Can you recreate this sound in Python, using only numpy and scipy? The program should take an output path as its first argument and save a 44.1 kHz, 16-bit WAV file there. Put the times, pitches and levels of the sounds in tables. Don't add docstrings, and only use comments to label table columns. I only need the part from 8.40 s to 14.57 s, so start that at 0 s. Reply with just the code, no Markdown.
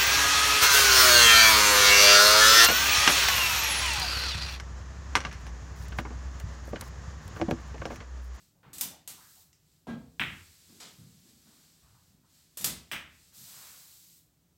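import sys
import numpy as np
from scipy import signal
from scipy.fft import rfft, irfft, next_fast_len
from scipy.io import wavfile

SR = 44100
rng = np.random.default_rng(int(sys.argv[2]) if len(sys.argv) > 2 else 0)


def transcribe(signal):
    frames = np.atleast_2d(signal).T
    limited = np.clip(frames, -1, 1)
    pcm = np.round(limited * 32767).astype(np.int16)
    wavfile.write(sys.argv[1], SR, pcm)


N = 272097
TIME = np.arange(N) / SR
AGE = np.arange(SR * 4 // 5) / SR
CUTOFF_HZ = 16000

# [f/Hz, level/dB]
AIR_COLOUR = [(20, -51), (32, -27), (45, -9.5), (85, -2), (120, -6.5), (165, -0.5), (210, -13),
              (300, -12.5), (450, -21), (800, -25), (2000, -30), (8200, -27), (9300, -32.5), (16000, -27)]
AIR_DB = -69
# [delay t/s, level/dB]
REFLECTIONS = [(.0012, -3), (.0018, -14.5), (.0042, -2.5), (.0165, -5), (0.0195, -0.5), (.0246, -4),
               (.041, -6)]
# [f/Hz, t60/s]
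REVERBERATION = [(100, 0.61), (300, 0.54), (800, 0.45), (2000, 0.45), (4500, 0.39), (8000, 0.3),
                 (15000, 0.24)]

# [t/s, level/dB, centre f/Hz, sole scuff level/dB]
FOOTFALLS = [(2.285, -57.5, 243, -75), (2.578, -50, 135.4, -76.5), (2.839, -60.5, 205, -81),
             (3.05, -62, 212, -70), (3.42, -60, 91, -70.5), (3.70, -63, 169, -87), (4.961, -59.5, 151, -89)]
STEP_DECAY_S, SCUFF_HZ, SCUFF_DECAY_S = 0.14, 997, 0.19
# [t/s, level/dB, centre f/Hz, decay t/s]
SLEEVE_RUSTLES = [(.15, -76, 690, 0.3), (.23, -61.5, 1100, .066), (.505, -55.5, 676, 0.054),
                  (.77, -60, 1030, 0.062), (.805, -62, 1440, 0.098), (.96, -69.5, 770, 0.072),
                  (3.54, -67, 1070, 0.049), (3.83, -73, 1090, 0.068)]
# [middle t/s, level/dB, half length t/s (gain falls to 1/e)]
CLOTHES_SWISHES = [(.01, -66, 0.098), (1.326, -71, 0.12), (2.424, -62, 0.19), (2.89, -65.5, 0.04),
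                   (3.186, -64, 0.21), (3.981, -63.5, 0.1), (4.154, -70, 0.08), (4.84, -63, 0.16)]

# [start t/s, end t/s, level/dB]
BALL_ROLLS = [(1.468, 1.8, -72.5), (1.8, 3.7, -60), (4.3, 4.552, -68.5)]
# (attack t/s, hold t/s, sag in dB/s as the ball slows, release in dB/s)
ROLL_GAIN = (.03, .25, 5.5, 75)
# [f/Hz, level/dB]
ROLL_SPECTRUM = [(300, -1), (700, -8), (1700, -2.5), (2800, -0.5), (4400, 5.5), (6400, 3), (8200, 6),
                 (9200, -3.5), (11500, 0.5), (15800, -4)]

# [start t/s, end t/s, hiss level/dB, firmest press t/s, palm level/dB]
HAND_SLIDES = [(0.707, 1.02, -57.5, 0.72, -68.5), (4.925, 5.774, -49.5, 5.225, -56)]
# (attack t/s, hold t/s, sag in dB/s, release in dB/s)
SLIDE_GAIN = (.032, .27, 17, 140)
# [f/Hz, level/dB]
NAP_SPECTRUM = [(1000, -66), (2000, -13.5), (3000, -9), (4000, -2.5), (6000, -3), (8200, 0.5), (9300, -7.5),
                (12000, -2), (15800, -5)]
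# [f/Hz, level/dB]
PALM_SPECTRUM = [(300, -14), (700, -8.5), (1400, -4.5), (2500, -8.5), (4500, -9.5), (9000, -25.5)]
PALM_DB_PER_S = 50

# (t/s, level/dB)
TICK = (1.1295, -56)
# [f/Hz, level/dB]
TICK_SPECTRUM = [(1000, -20), (2600, -5.5), (3800, -12), (5300, 1.5), (8200, -5), (11000, -20)]

# [centre f/Hz, level/dB, decay t/s]
TABLE_RESONANCES = [(78.4, -9, .14), (160, -1, 0.073), (255, -4, 0.081)]
DROP_S = .022

# [t/s, level/dB, decay t/s, top edge f/Hz, table thud level/dB]
KNOCKS = [(0.2309, -62.5, 0.03, 2200, -55), (0.3318, -44, 0.017, 16000, -57),
          (0.383, -35, 0.0042, 17000, -74), (.4100, -21, 0.0056, 19600, -52),
          (0.6757, -38, 0.011, 14700, -62), (2.4018, -45.5, 0.021, 6400, -62.5),
          (4.1721, -34.5, 0.011, 16200, -50.5), (4.210, -36.5, 0.007, 15000, -57),
          (4.2435, -18.5, 0.0076, 14800, -44.5)]
# [f/Hz, level/dB]
KNOCK_SPECTRUM = [(60, -26.5), (200, -6), (450, -5.5), (900, -6), (1700, -7.5), (2500, -6.5), (3500, -3),
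                  (5500, -4), (8000, 1), (9500, -3), (14000, 0), (15900, -5.5)]
KNOCK_REF_DB, KNOCK_ROOM_DB, ROOM_PER_DB = -22, -0.5, 0.219
TOP_REF_HZ, KNOCK_TILT_DB, TILT_PER_OCTAVE_DB = 16000, 1.55, 0.72

# (t/s, level/dB, table thud level/dB)
CUE_STROKE = (1.4695, -31.5, -42.5)
# [f/Hz, level/dB, t60/s]
SHAFT_MODES = [(136, -9.5, 0.48), (162.2, -7, 0.68), (232, 6, 0.39), (261.5, -7.5, 0.58), (465, -19, 0.67),
               (585, -32, 0.23), (676, -18, 0.51), (894, -21, 0.18), (1100, -15, 0.24), (1320, -17, 0.36),
               (1621, -6, 0.28), (2000, -15.5, 0.24), (2330, -16.5, 0.22), (2510, -24, 0.3),
               (2920, -33, 0.2), (3025, -36, 0.16), (3280, -23.5, 0.33), (3930, -27.5, 0.38)]

# [t/s, peak level/dB, room level/dB, bright crack level/dB, table thud level/dB]
BALL_IMPACTS = [(1.7965, -14.5, 5, -30.5, -39.5), (4.5148, -22.5, 8.5, -16.5, -49.5)]
# [f/Hz, level/dB]
CRACK_SPECTRUM = [(2000, -4), (4400, -6), (5200, -2.5), (6800, -8), (7600, -6), (8100, 1.5), (9000, -9),
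                  (16000, -5)]


def amp(db):
    return 10 ** (np.asarray(db) / 20)


def rms_one(x):
    return x / np.sqrt(np.mean(x ** 2) + 1e-20)


def at_hz(points, hz):
    f, value = np.transpose(points)
    return np.interp(np.log(np.maximum(hz, 1)), np.log(f), value)


def cut(x, hz, kind, order=2):
    edges = np.clip(hz, 10, SR * .45)
    return signal.sosfilt(signal.butter(order, edges, kind, fs=SR, output="sos"), x)


def coloured(x, spectrum):
    size = next_fast_len(len(x))
    gain = amp(at_hz(spectrum, np.fft.rfftfreq(size, 1 / SR)))
    return rms_one(irfft(rfft(x, size) * gain, size)[:len(x)])


def grains(size, spread_db):
    strength = amp(spread_db * rng.standard_normal(size))
    return rng.standard_normal(size) * strength


def add(out, s, sound):
    start = max(round(s * SR), 0)
    out[start:start + len(sound)] += sound[:N - start]


def room_tail(spectrum, build_s):
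    hz = np.fft.rfftfreq(len(AGE), 1 / SR)
    noise = rfft(rng.standard_normal(len(AGE))) * amp(at_hz(spectrum, hz))
    centres, t60s = np.transpose(REVERBERATION)
    tail = 0
    for share, t60 in zip(np.eye(len(centres)), t60s):
        band = irfft(noise * at_hz(np.c_[centres, share], hz), len(AGE))
        tail = tail + band * amp(-60 * AGE / t60)
    tail = tail * (1 - np.exp(-AGE / build_s))
    return tail / np.linalg.norm(tail)


def in_room(pulse, room_db):
    response = amp(room_db) * room_tail([(100, -2.1), (2000, 0.083), (16000, 1.0)], build_s=0.011)
    response[0] += 1
    for delay, db in REFLECTIONS:
        add(response, delay, amp([db]))
    return signal.fftconvolve(pulse, response)[:len(AGE)]


def contact(seconds, low_hz, top_hz):
    force = np.sin(np.pi * np.minimum(AGE / seconds, 1)) ** 2
    radiated = cut(force + 1e-18, low_hz, "high")
    pulse = cut(radiated, top_hz, "low", order=6)
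    return pulse / np.abs(pulse).max()


def burst(spectrum, decay, room_db):
    hz = np.linspace(50, CUTOFF_HZ, 240)
    unevenness_db = 2.2 * rng.standard_normal(len(hz))
    uneven = np.c_[hz, at_hz(spectrum, hz) + unevenness_db]
    direct = coloured(grains(len(AGE), spread_db=3.5), uneven) * np.exp(-AGE / decay)
    return direct + amp(room_db) * np.sqrt(decay * SR / 2) * room_tail(uneven, build_s=decay)


def bumps(table, width_ratio, rise_s):
    out = np.zeros(N)
    for s, db, hz, decay in table:
        shape = (1 - np.exp(-AGE / rise_s)) * np.exp(-AGE / decay)
        band = [hz / width_ratio, hz * width_ratio]
        sound = cut(rng.standard_normal(len(AGE)), band, "band") * shape
        add(out, s, amp(db) * sound * np.linalg.norm(shape) / np.linalg.norm(sound))
    return out


def glide(start, end, shape):
    attack, hold, sag, release = shape
    age = np.maximum(TIME - start, 0)
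    onset = 1 - np.exp(-age / attack)
    fall_db = sag * np.maximum(age - hold, 0) + release * np.maximum(TIME - end, 0)
    return onset * amp(-fall_db)


def room_air():
    return amp(AIR_DB) * coloured(rng.standard_normal(N), AIR_COLOUR)


def player():
    falls = [(s, db, hz, STEP_DECAY_S) for s, db, hz, _ in FOOTFALLS]
    scuffs = [(s, db, SCUFF_HZ, SCUFF_DECAY_S) for s, _, _, db in FOOTFALLS]
    steps = bumps(falls, width_ratio=1.38, rise_s=0.0084)
    soles = bumps(scuffs, width_ratio=1.56, rise_s=.012)
    rustles = bumps(SLEEVE_RUSTLES, width_ratio=1.3, rise_s=0.0045)
    return steps + soles + rustles


def rolls_and_swishes():
    rolling = sum(amp(db) * glide(start, end, ROLL_GAIN) for start, end, db in BALL_ROLLS)
    swishing = sum(amp(db) * np.exp(-((TIME - s) / half) ** 2) for s, db, half in CLOTHES_SWISHES)
    gain = np.hypot(rolling, swishing)
    return gain * coloured(rng.standard_normal(N), ROLL_SPECTRUM)


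def sliding_hand():
    out = np.zeros(N)
    nap = coloured(grains(N, spread_db=3.0), NAP_SPECTRUM)
    palm = coloured(grains(N, spread_db=2.0), PALM_SPECTRUM)
    for start, end, hiss_db, press, palm_db in HAND_SLIDES:
        press_gain = amp(palm_db - PALM_DB_PER_S * np.abs(TIME - press))
        out = out + nap * amp(hiss_db) * glide(start, end, SLIDE_GAIN)
        out = out + palm * press_gain * (TIME > start)
    return out


def cue_tick():
    out, (s, db) = np.zeros(N), TICK
    add(out, s, amp(db) * burst(TICK_SPECTRUM, decay=0.003, room_db=2))
    return out


def table_thuds():
    blows = [(row[0], row[-1]) for row in [CUE_STROKE, *BALL_IMPACTS]]
    blows += [(row[0] + DROP_S, row[-1]) for row in KNOCKS]
    rows = [(s, db + body_db, hz, decay) for s, db in blows for hz, body_db, decay in TABLE_RESONANCES]
    return bumps(rows, width_ratio=1.28, rise_s=.008)


def sharp_knocks():
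    out, (hz, colour_db) = np.zeros(N), np.transpose(KNOCK_SPECTRUM)
    for s, db, decay, top_hz, _ in KNOCKS:
        tilt_db = KNOCK_TILT_DB + TILT_PER_OCTAVE_DB * np.log2(top_hz / TOP_REF_HZ)
        room_db = KNOCK_ROOM_DB + ROOM_PER_DB * (KNOCK_REF_DB - db)
        top_loss_db = 10 * np.log10(1 + (hz / top_hz) ** 6)
        spectrum = np.c_[hz, colour_db + tilt_db * np.log2(hz) - top_loss_db]
        add(out, s, amp(db) * burst(spectrum, decay, room_db))
    return out


def cue_stroke():
    out, (s, db, _) = np.zeros(N), CUE_STROKE
    knock = amp(-5) * in_room(contact(.0012, low_hz=420, top_hz=1594), room_db=7.5)
    shaft = 0
    for hz, level, t60 in SHAFT_MODES:
        waver = rms_one(cut(rng.standard_normal(len(AGE)), 45, "low"))
        phase = 2 * np.pi * hz * AGE
        mode = np.sin(phase) + .5 * waver * np.cos(phase)
        shaft = shaft + amp(level - 60 * AGE / t60) * mode
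    swell = 1 - np.exp(-(AGE / .03) ** 2)
    chalk_spectrum = [(300, -6), (1500, 0), (3500, -3), (7000, -11), (14000, -22)]   # [f/Hz, level/dB]
    scuff = burst(chalk_spectrum, decay=.018, room_db=9)
    add(out, s, amp(db) * (knock + amp(-1) * shaft * swell + amp(-24) * scuff))
    return out


def ball_clacks():
    out = np.zeros(N)
    pulse = contact(seconds=.00041, low_hz=2700, top_hz=3800)
    for s, db, room_db, crack_db, _ in BALL_IMPACTS:
        crack = burst(CRACK_SPECTRUM, decay=0.0029, room_db=12.5)
        add(out, s, amp(db) * (in_room(pulse, room_db) + amp(crack_db) * crack))
    return out


def scene():
    background = room_air() + player()
    friction = rolls_and_swishes() + sliding_hand()
    blows = cue_tick() + table_thuds() + sharp_knocks() + cue_stroke() + ball_clacks()
    mono = background + friction + blows
    return np.array([mono, mono])


def record(dry):
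    return signal.sosfilt(signal.ellip(12, .1, 80, CUTOFF_HZ, fs=SR, output="sos"), dry)


dry = scene()
out = record(dry)
transcribe(out)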